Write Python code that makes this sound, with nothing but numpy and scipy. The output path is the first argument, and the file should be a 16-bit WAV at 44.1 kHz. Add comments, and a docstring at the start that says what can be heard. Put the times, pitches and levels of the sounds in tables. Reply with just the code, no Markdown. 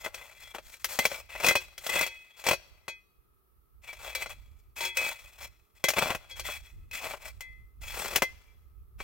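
"""A faint hiss of ice grains, then crunching pushes and sharp knocks: a small steel shovel works crusted snow.
It chops and scrapes a mound in a clearing among winter trees. Random snaps through colouring filters make
the crunch and hiss; resonators make the rubbed blade sing. Each knock adds noise bursts for thud and crack
and decaying sines for the blade, brief when buried, longer when lifted clear. Shaped noise makes the light
wind on the microphone; decaying noise tails make the ground's answer and the faint echo of the trees."""
import sys
import numpy as np
from scipy import signal
from scipy.fft import rfft, irfft, next_fast_len
from scipy.io import wavfile
from scipy.ndimage import uniform_filter1d

SR = 44100
rng = np.random.default_rng(int(sys.argv[2]) if len(sys.argv) > 2 else 0)


def pcm_store(signal):
    """Save signal as 16-bit PCM."""
    levels = np.round(np.clip(np.atleast_2d(signal), -1, 1) * 32767)
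    wavfile.write(sys.argv[1], SR, levels.astype(np.int16).T)


N = 398223

# Strong bending modes of the blade. Each row: nominal pitch in Hz, mean level when rubbed in dB,
# level when struck in dB relative to the whole ring, ring time as a share of the common t60.
BENDING_MODES = [(922, -25, -16.5, .58), (2044, -6.5, -8, 0.97), (2322, -5.5, -8, .58), (2534, -5, -8, .92),
                 (3322, -9.5, -10, 0.93)]
# Weaker modes of the blade. Each row: nominal pitch in Hz, mean relative level in dB,
# ring time as a share of their common t60.
WEAKER_MODES = [(372, -14.5, 1.6), (526.3, -5.5, 1), (1583, -11, 1.4), (3244, -1.5, 0.96), (3415, -8, .9),
                (3920, -2, 1), (4080, -4, 0.7), (4492, -3, 1), (5300, -3.5, 0.5), (5675, -6, 1.1),
                (6680, -7, 0.88), (8080, 0.5, 0.58), (11750, -3, 0.63)]


def from_db(db):
    """Decibels to gain."""
    return 10 ** (np.asarray(db) / 20)


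def rms_one(x):
    """Scale to unit power."""
    return x / np.sqrt(np.mean(x ** 2) + 1e-20)


def in_time(rows):
    """Draw a curve of (seconds, value) rows at every sample."""
    seconds, values = np.transpose(rows)
    return np.interp(np.arange(N) / SR, seconds, values)


def drift(rate):
    """Random wander of unit power, drawn through this many random points per second."""
    knots = rng.standard_normal(int(N / SR * rate) + 2)
    return rms_one(np.interp(np.arange(N) / SR * rate, np.arange(len(knots)), knots))


def colour(x, points, size=4096):
    """Causal minimum-phase filter with the given spectrum; white noise keeps its power."""
    hz, db = np.transpose(points)
    grid = np.maximum(np.arange(size // 2 + 1) * SR / size, 1)
    gain = from_db(np.interp(np.log(grid), np.log(hz), db))
    # folding the cepstrum onto positive times gives minimum phase
    cepstrum = irfft(np.log(gain))
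    cepstrum[1:size // 2] *= 2
    cepstrum[size // 2 + 1:] = 0
    response = irfft(np.exp(rfft(cepstrum)))
    return signal.oaconvolve(x, response / np.linalg.norm(response))[:len(x)]


def ring(x, hz, t60):
    """One resonant mode driven by x; white noise keeps its power."""
    radius = from_db(-60 / (max(t60, .002) * SR))
    angle = 2 * np.pi * hz / SR
    feed = np.sqrt((1 - radius * radius) / 2) * np.array([1, 0, -1])
    return signal.lfilter(feed, [1, -2 * radius * np.cos(angle), radius * radius], x + 1e-18)


def grains(per_s, spread_db):
    """Random snaps of uneven size and sign, at unit power."""
    sizes = from_db(spread_db * np.minimum(rng.exponential(1, N), 3.5))
    signs = rng.choice([-1, 1], N)
    return rms_one(sizes * signs * (rng.random(N) < per_s / SR))


def evened(x, span_s):
    """The hand keeps the work steady: power is levelled over each span, near-silence less so."""
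    power = np.abs(uniform_filter1d(x * x, max(int(span_s * SR), 2)))
    return x / np.sqrt(power + 0.022)


def pressure():
    """Gains of crunch, singing and hiss: every push bites, swells, eases and stops, and leaves a trickle."""
    # Pushes of the blade through snow. Each row: three times in seconds, sorted to shape the effort
    # (swell, peak, ease), where the first sets the bite and the third when the stop and trickle begin;
    # then drive of packed snow crunching, blade singing and ice grains hissing in dB.
    strokes = [(0, .015, 0.036, -59, -59, -51), (0.039, 0.054, 0.072, -39, -43.5, -43),
               (.13, .18, .35, -57, -57, -54.5), (0.366, 0.424, .53, -64, -56.5, -54.5),
               (0.542, .56, 0.57, -45, -56.5, -50.5), (0.622, 0.743, 0.77, -70.5, -70, -53),
               (0.79, .81, 0.84, -76.5, -73, -55.5), (0.881, 0.948, 0.97, -48, -52, -38),
               (0.979, 1.044, 1.07, -49, -45, -42.5), (1.09, 1.127, 1.2, -47, -50.5, -44),
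               (1.295, 1.424, 1.46, -49, -49.5, -49), (1.424, 1.462, 1.526, -35, -36, -33.5),
               (1.54, 1.567, 1.647, -55.5, -49.5, -48), (1.805, 1.856, 1.98, -53.5, -57, -44.5),
               (1.888, 1.966, 2.06, -38.5, -33, -34), (2.367, 2.402, 2.44, -59, -61.5, -51.5),
               (2.45, 2.492, 2.505, -37, -40, -40), (3.825, 3.882, 3.99, -61, -55.5, -56),
               (3.983, 4.074, 4.14, -47.5, -48, -47.5), (4.172, 4.225, 4.24, -46.5, -47, -44.5),
               (4.293, 4.306, 4.32, -47.5, -46, -43), (4.582, 4.605, 4.6, -86, -78, -65.5),
               (4.765, 4.85, 4.88, -49, -39, -38), (4.954, 5.075, 5.13, -42, -39.5, -38.5),
               (5.15, 5.16, 5.39, -64, -62, -57), (5.386, 5.452, 5.46, -50.5, -50, -45.5),
               (5.748, 5.766, 5.82, -75, -71, -65), (5.836, 5.89, 5.8, -42, -44, -47),
               (5.956, 5.979, 6.13, -32, -37, -36.5), (6.298, 6.303, 6.3, -69, -50, -46.5),
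               (6.363, 6.353, 6.4, -51, -53.5, -46.5), (6.44, 6.459, 6.57, -50, -43, -40.5),
               (6.596, 6.664, 6.72, -80, -62, -62), (6.93, 6.948, 6.985, -56, -40.5, -38),
               (7, 7.05, 7.15, -41, -50, -42), (7.192, 7.225, 7.27, -55.5, -58, -54),
               (7.245, 7.297, 7.29, -48.5, -48, -44.5), (7.815, 7.92, 7.94, -55, -50, -45),
               (7.93, 8.04, 8.1, -38, -44.5, -37.5), (8.1, 8.15, 8.185, -38, -44, -39),
               (8.99, 9.021, 9.2, -57, -55, -53)]
    bite_s, build_db, ease_db = 0.019, 7.5, 7.5
    stop_db_per_s = 520
    trickle_db, trickle_db_per_s = -26, 52
    t = np.arange(0, N, 32) / SR
    power = np.zeros((3, 1))
    for bite_at, middle, stop_at, *levels_db in strokes:
        # the edge bites, pressure builds to the hardest moment, then eases
        bite = np.clip((t - bite_at) / bite_s + .5, 0, 1)
        after = np.maximum(t - stop_at, 0)
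        effort_db = np.interp(t, np.sort([bite_at, middle, stop_at]), [-build_db, 0, -ease_db])
        push = from_db(effort_db - stop_db_per_s * after)
        trickle = from_db(trickle_db - trickle_db_per_s * after)
        power = power + np.outer(from_db(levels_db), bite * np.maximum(push, trickle)) ** 2
    return [np.interp(np.arange(N) / SR, t, np.sqrt(p)) for p in power]


def snowpack(x):
    """Light touches have little bass, heavy ones shake the mound; the hollow of the cut colours both."""
    # The hollow of the cut, lower where the blade goes deeper. Each row: time in seconds, pitch in Hz.
    hollow = [(0, 540), (5.5, 560), (5.95, 700), (7.2, 700), (7.9, 395)]
    hollow_db, hollow_t60_s = -23, 0.016
    heavy_db, mound_hz = -35.5, 420   # at this load the lows below this pitch pass in full
    load = np.sqrt(np.abs(uniform_filter1d(x * x, int(.03 * SR))))
    depth = np.minimum(load / from_db(heavy_db), 1)
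    # each filter runs twice, so that the two bands join smoothly
    low, high = [np.tile(signal.butter(2, mound_hz, kind, fs=SR, output="sos"), (2, 1))
                 for kind in ("low", "high")]
    x = signal.sosfilt(high, x + 1e-18) + signal.sosfilt(low, x * depth + 1e-18)
    # the moving pitch is a crossfade between fixed resonators
    hollow_hz = in_time(hollow)
    pitches = np.geomspace(350, 850, 7)
    shares = [np.interp(hollow_hz, pitches, one) for one in np.eye(len(pitches))]
    resonance = sum(ring(x * share, hz, hollow_t60_s) for hz, share in zip(pitches, shares))
    return x + from_db(hollow_db) * resonance


def scraping():
    """Snow slips in small steps: clumps crunch, grains hiss, both rub the damped blade. Gives (direct, spray)."""
    # Colour of crunching snow. Each row: frequency in Hz, relative level in dB.
    crunch_colour = [(40, -8), (220, -6), (300, -8), (430, -2), (650, 0), (900, -2.2), (1200, -3),
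                     (1650, -5), (2400, -10), (4500, -27)]
    # Colour of hissing grains. Each row: frequency in Hz, relative level in dB.
    grit_colour = [(500, -10), (1400, 0), (2400, 1), (3300, -4.5), (5000, -3), (7500, 1.5), (9500, -3.5),
                   (15500, 1.5)]
    crunching, singing, hissing = pressure()
    slips = from_db(2.69 * drift(130))
    clumps = evened(grains(per_s=400, spread_db=1.0) * slips, span_s=0.065)
    ice, loose_ice = [evened(grains(per_s=6000, spread_db=3.0) * slips, span_s=.06) for side in range(2)]
    lumps = from_db(1.5 * drift(45))
    crunch = snowpack(colour((clumps + 0.12 * ice) * lumps * crunching, crunch_colour))
    hiss = colour((ice + 0.2 * clumps) * hissing, grit_colour)
    spray = colour(loose_ice * hissing, grit_colour)
    # the point of contact wanders over the blade, favouring now one mode, now another
    rub = (clumps + ice) * singing
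    blade = sum(ring(rub * from_db(db + 3.8 * drift(9)), hz, 0.055 * share)
                for hz, db, _, share in BENDING_MODES)
    skid = ice * hissing * from_db(-14.5)
    edge = sum(ring(skid * from_db(db + 3.5 * drift(9)), hz, 0.054 * share)
               for hz, db, share in WEAKER_MODES if hz > 3000)
    return np.array([crunch + hiss + blade + edge, spray])


def wind():
    """Lumpy low buffeting on the microphone, partly shared by its two ports, over a faint even background."""
    # Strength of the wind before its eddies. Each row: time in seconds, level in dB.
    gusts = [(0.0, -62), (2.08, -62.5), (2.31, -75), (2.55, -59), (3.14, -72.5), (3.7, -67), (4.3, -52.5),
             (5.33, -66), (5.46, -50), (5.56, -70), (6.39, -53), (6.85, -46), (7.36, -55), (7.6, -49),
             (8.3, -54), (9.03, -57)]
    # Colour of the buffeting. Each row: frequency in Hz, relative level in dB.
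    buffet_colour = [(15, -13.5), (30, -3.5), (55, 3), (80, -4), (120, -15.5), (200, -29.5), (400, -36.5),
                     (1000, -67.5)]
    # Colour of the even background. Each row: frequency in Hz, relative level in dB.
    air_colour = [(59, -34), (100, -1.5), (143, -6), (266, -12.5), (406, -4.5), (570, -19), (1060, -17.5),
                  (1280, -4.5), (1450, -22.5), (7450, -33.5), (12700, -18.5), (16000, -20)]
    air_db = -71
    gust_db = in_time(gusts)
    shared = rng.standard_normal(N)
    buffet = np.array([rms_one(colour(0.55 * shared + rng.standard_normal(N), buffet_colour))
                       for side in range(2)])
    air = np.array([rms_one(colour(rng.standard_normal(N), air_colour)) for side in range(2)])
    eddies_db = 4.0 * drift(16)
    balance = from_db([[-2.5], [2.5]])   # stronger on the right
    return buffet * from_db(gust_db + eddies_db) * balance + air * from_db(air_db)


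def unit_attack(x, t):
    """Scale to unit power over the first 20 ms."""
    return x / np.sqrt(np.mean(x[t < .02] ** 2) + 1e-20)


def fracture(t, snap, crumble_t60):
    """The crust breaks with one snap and a dying shower of smaller ones."""
    uneven = from_db(3.5 * rng.standard_normal(len(t)))
    shower = rng.standard_normal(len(t)) * uneven * from_db(-60 * t / crumble_t60)
    shower *= 1 - np.exp(-t / 0.00053)
    shower /= np.linalg.norm(shower)
    shower[0] += snap
    return unit_attack(shower, t)


def strike(t, hz, t60):
    """A struck mode: a sine that dies ever faster as snow settles on the blade."""
    snow_load = .003   # clinging snow detunes the modes from blow to blow by this share
    fall = from_db(-60 * (t / max(t60, .01)) ** 1.46)
    attack = 1 - np.exp(-t / 0.00071)
    loaded_hz = hz * (1 + snow_load * rng.standard_normal())
    wave = np.sin(2 * np.pi * loaded_hz * t + rng.uniform(0, 2 * np.pi))
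    return unit_attack(wave * fall * attack, t)


def knocking():
    """Each blow thuds, cracks crust and rings, led by the mode its contact point favours. Gives (direct, spray)."""
    # Blows of the blade on crust. Each row: time in seconds, thud in dB before the snowpack, crack in dB,
    # whole blade ringing in dB, leading mode in Hz (the nearest bending mode leads), leading mode in dB,
    # common ring t60 in seconds.
    knocks = [(.062, -37, -49, -54, 2322, -53, .086), (.144, -48.5, -45.5, -47, 2534, -43, 0.019),
              (.548, -40, -52, -53.5, 2322, -55, 0.058), (.584, -44, -57.5, -60.5, 2322, -61, .05),
              (0.74, -63, -53, -57.5, 2322, -51.5, 0.024), (.844, -44, -29.5, -44.5, 2043, -44, .08),
              (.989, -28.5, -29, -35.5, 2043, -29.5, 0.11), (1.053, -29.5, -27.5, -34, 2322, -27, 0.037),
              (1.116, -39, -50.5, -46.5, 2043, -49, 0.081), (1.352, -43, -61, -56, 2043, -46.5, 0.087),
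              (1.401, -40, -45, -47, 2322, -42, 0.052), (1.445, -30.5, -34, -33.5, 2534, -28.5, 0.03),
              (1.464, -39.5, -26.5, -32.5, 2534, -27.5, 0.18), (1.485, -32.5, -25, -30.5, 2043, -24, 0.12),
              (1.51, -30.5, -37, -37, 2043, -37, 0.071), (1.554, -28, -31.5, -31.5, 2534, -26.5, 0.1),
              (1.779, -58.5, -44.5, -52, 3322, -50.5, 0.053), (1.865, -41, -36, -45.5, 3322, -45.5, 0.062),
              (1.892, -41.5, -48, -39, 2043, -36.5, 0.16), (2.011, -32, -32, -36, 2534, -42.5, .28),
              (2.064, -45.5, -40, -46, 2534, -46, .52), (2.44, -46, -46, -50, 2322, -50, 0.044),
              (2.466, -32.5, -33.5, -31.5, 2322, -34.5, 0.23), (2.487, -28, -28.5, -32, 2534, -35, 0.053),
              (2.511, -27.5, -32.5, -34, 2534, -32.5, .11), (2.532, -33, -38.5, -41.5, 2534, -43.5, 0.069),
              (2.881, -40, -45.5, -43, 2534, -43, .26), (3.887, -52, -70, -57, 2322, -42.5, 0.17),
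              (3.93, -49, -53, -57, 2322, -52, 0.051), (4.15, -44.5, -35.5, -38, 2322, -36, 0.16),
              (4.222, -44, -44.5, -44.5, 2043, -39.5, 0.041), (4.26, -42.5, -55, -49, 2043, -50, 0.068),
              (4.806, -44, -46, -36, 922, -41, .42), (4.849, -55, -43, -35, 3322, -41, .34),
              (4.97, -51.5, -31, -34.5, 2534, -29.5, 0.37), (5.047, -47, -52, -43.5, 2322, -37, 0.4),
              (5.84, -31.5, -29.5, -32, 2043, -31, 0.17), (5.885, -34, -26, -35, 2322, -36, .04),
              (5.903, -37.5, -33.5, -43, 2322, -41.5, 0.037), (5.936, -39.5, -41, -56, 2534, -39, 0.032),
              (5.984, -29, -35.5, -36, 2322, -31, 0.089), (6.024, -31.5, -50, -41.5, 2322, -36, 0.04),
              (6.104, -30, -44, -44, 2534, -41, .07), (6.149, -35.5, -42, -58, 2534, -46, 0.085),
              (6.31, -66, -60, -49.5, 3322, -47, 0.21), (6.396, -48, -40.5, -43, 2043, -57, 0.098),
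              (6.488, -40, -59, -54, 922, -59, 0.089), (6.912, -67, -53.5, -55, 2534, -44, 0.14),
              (7.137, -40, -60, -60, 922, -56, 0.047), (7.407, -55, -45, -55, 2043, -47, .47),
              (8.159, -32, -23, -39, 2534, -35.5, 0.043), (8.221, -26, -30.5, -38.5, 2043, -30.5, 0.17),
              (8.478, -81.5, -85, -90, 2322, -68, 0.29), (9.003, -41.5, -65.5, -51, 2322, -45, 0.11)]
    # Colour of the thud. Each row: frequency in Hz, relative level in dB.
    thud_colour = [(40, -4.5), (200, -5), (290, -5.5), (400, -1), (520, 2), (800, 2), (1700, -4.5),
                   (2600, -3), (4500, -23)]
    # Colour of cracking crust. Each row: frequency in Hz, relative level in dB.
    crack_colour = [(600, -15.5), (1500, 1), (2600, 6), (4000, -1.5), (6000, 3.5), (8000, -1.5),
                    (10000, -1.5), (15500, 1)]
    side_modes_share = .88   # modes that the blow does not favour die a little sooner
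    thuds, cracks, sprays, rings = np.zeros((4, N + SR))
    for s, thud_db, crack_db, ring_db, lead_hz, lead_db, t60 in knocks:
        at = max(int(s * SR), 0)
        t = np.arange(int(.12 * SR)) / SR
        burst = slice(at, at + len(t))
        thuds[burst] += fracture(t, snap=0.76, crumble_t60=0.05) * from_db(thud_db)
        cracks[burst] += fracture(t, snap=.25, crumble_t60=0.046) * from_db(crack_db)
        sprays[burst] += fracture(t, snap=0.11, crumble_t60=0.083) * from_db(crack_db)

        t = np.arange(int(min(t60 + .07, .9) * SR)) / SR
        leader = min(BENDING_MODES, key=lambda mode: abs(mode[0] - lead_hz))[0]
        bend = np.zeros(len(t))
        for hz, _, db, share in BENDING_MODES:
            if hz == leader:
                bend += strike(t, hz, t60 * share) * from_db(lead_db)
            else:
                bend += strike(t, hz, t60 * share * side_modes_share) * from_db(ring_db + db)
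        # the weaker modes, low and high, die soon even when the blade is free
        weaker_t60 = 0.098 + 0.084 * t60
        weaker = sum(strike(t, hz, weaker_t60 * share) * from_db(db + rng.normal(0, 2.1))
                     for hz, db, share in WEAKER_MODES)
        rings[at:at + len(t)] += bend + unit_attack(weaker, t) * from_db(ring_db)
    thud = snowpack(colour(thuds[:N], thud_colour))
    crack = colour(cracks[:N], crack_colour)
    return np.array([thud + crack + rings[:N], colour(sprays[:N], crack_colour)])


def scatter(x, t60, delay_s, spectrum):
    """Diffuse reflections that build up and die away, unrelated at the two ports of the microphone."""
    t = np.arange(SR) / SR
    shape = from_db(-60 * t / t60) * (1 - np.exp(-t / delay_s))
    tails = [colour(rng.standard_normal(SR) * shape, spectrum) for side in range(2)]
    return np.array([signal.oaconvolve(x, tail / np.linalg.norm(tail))[:N] for tail in tails])


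def clearing(direct, spray):
    """The blade reaches the two ports apart in time and level, grains from ahead; ground and trees answer."""
    left_lag_s, left_lead_db = .00004, 4.5   # left is later but louder
    # a phase slope delays by a fraction of a sample
    size = next_fast_len(N + 64)
    lag = np.exp(-2j * np.pi * np.fft.rfftfreq(size, 1 / SR) * left_lag_s)
    late = irfft(rfft(direct, size) * lag, size)[:N]
    ground = scatter(direct, t60=.04, delay_s=.001, spectrum=[(300, 0), (15000, 0)])
    trees = scatter(direct, t60=0.81, delay_s=0.0062,
                    spectrum=[(200, -7.0), (800, -11.5), (2200, -5.5), (4500, -1.5), (8000, -9), (15000, -11.0)])
    heard = np.array([late, direct]) + from_db(-2.5) * spray
    heard = heard + from_db(-12.0) * ground + from_db(-27) * trees
    return heard * from_db(np.array([[1], [-1]]) * left_lead_db / 2)


def scene():
    """The shovel in its clearing, and the wind."""
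    direct, spray = scraping() + knocking()
    return clearing(direct, spray) + wind()


def record(dry):
    """A steep elliptic low-pass cuts the top above 15.9 kHz."""
    return signal.sosfilt(signal.ellip(10, .2, 70, 15900, fs=SR, output="sos"), dry)


dry = scene()
out = record(dry)
pcm_store(out)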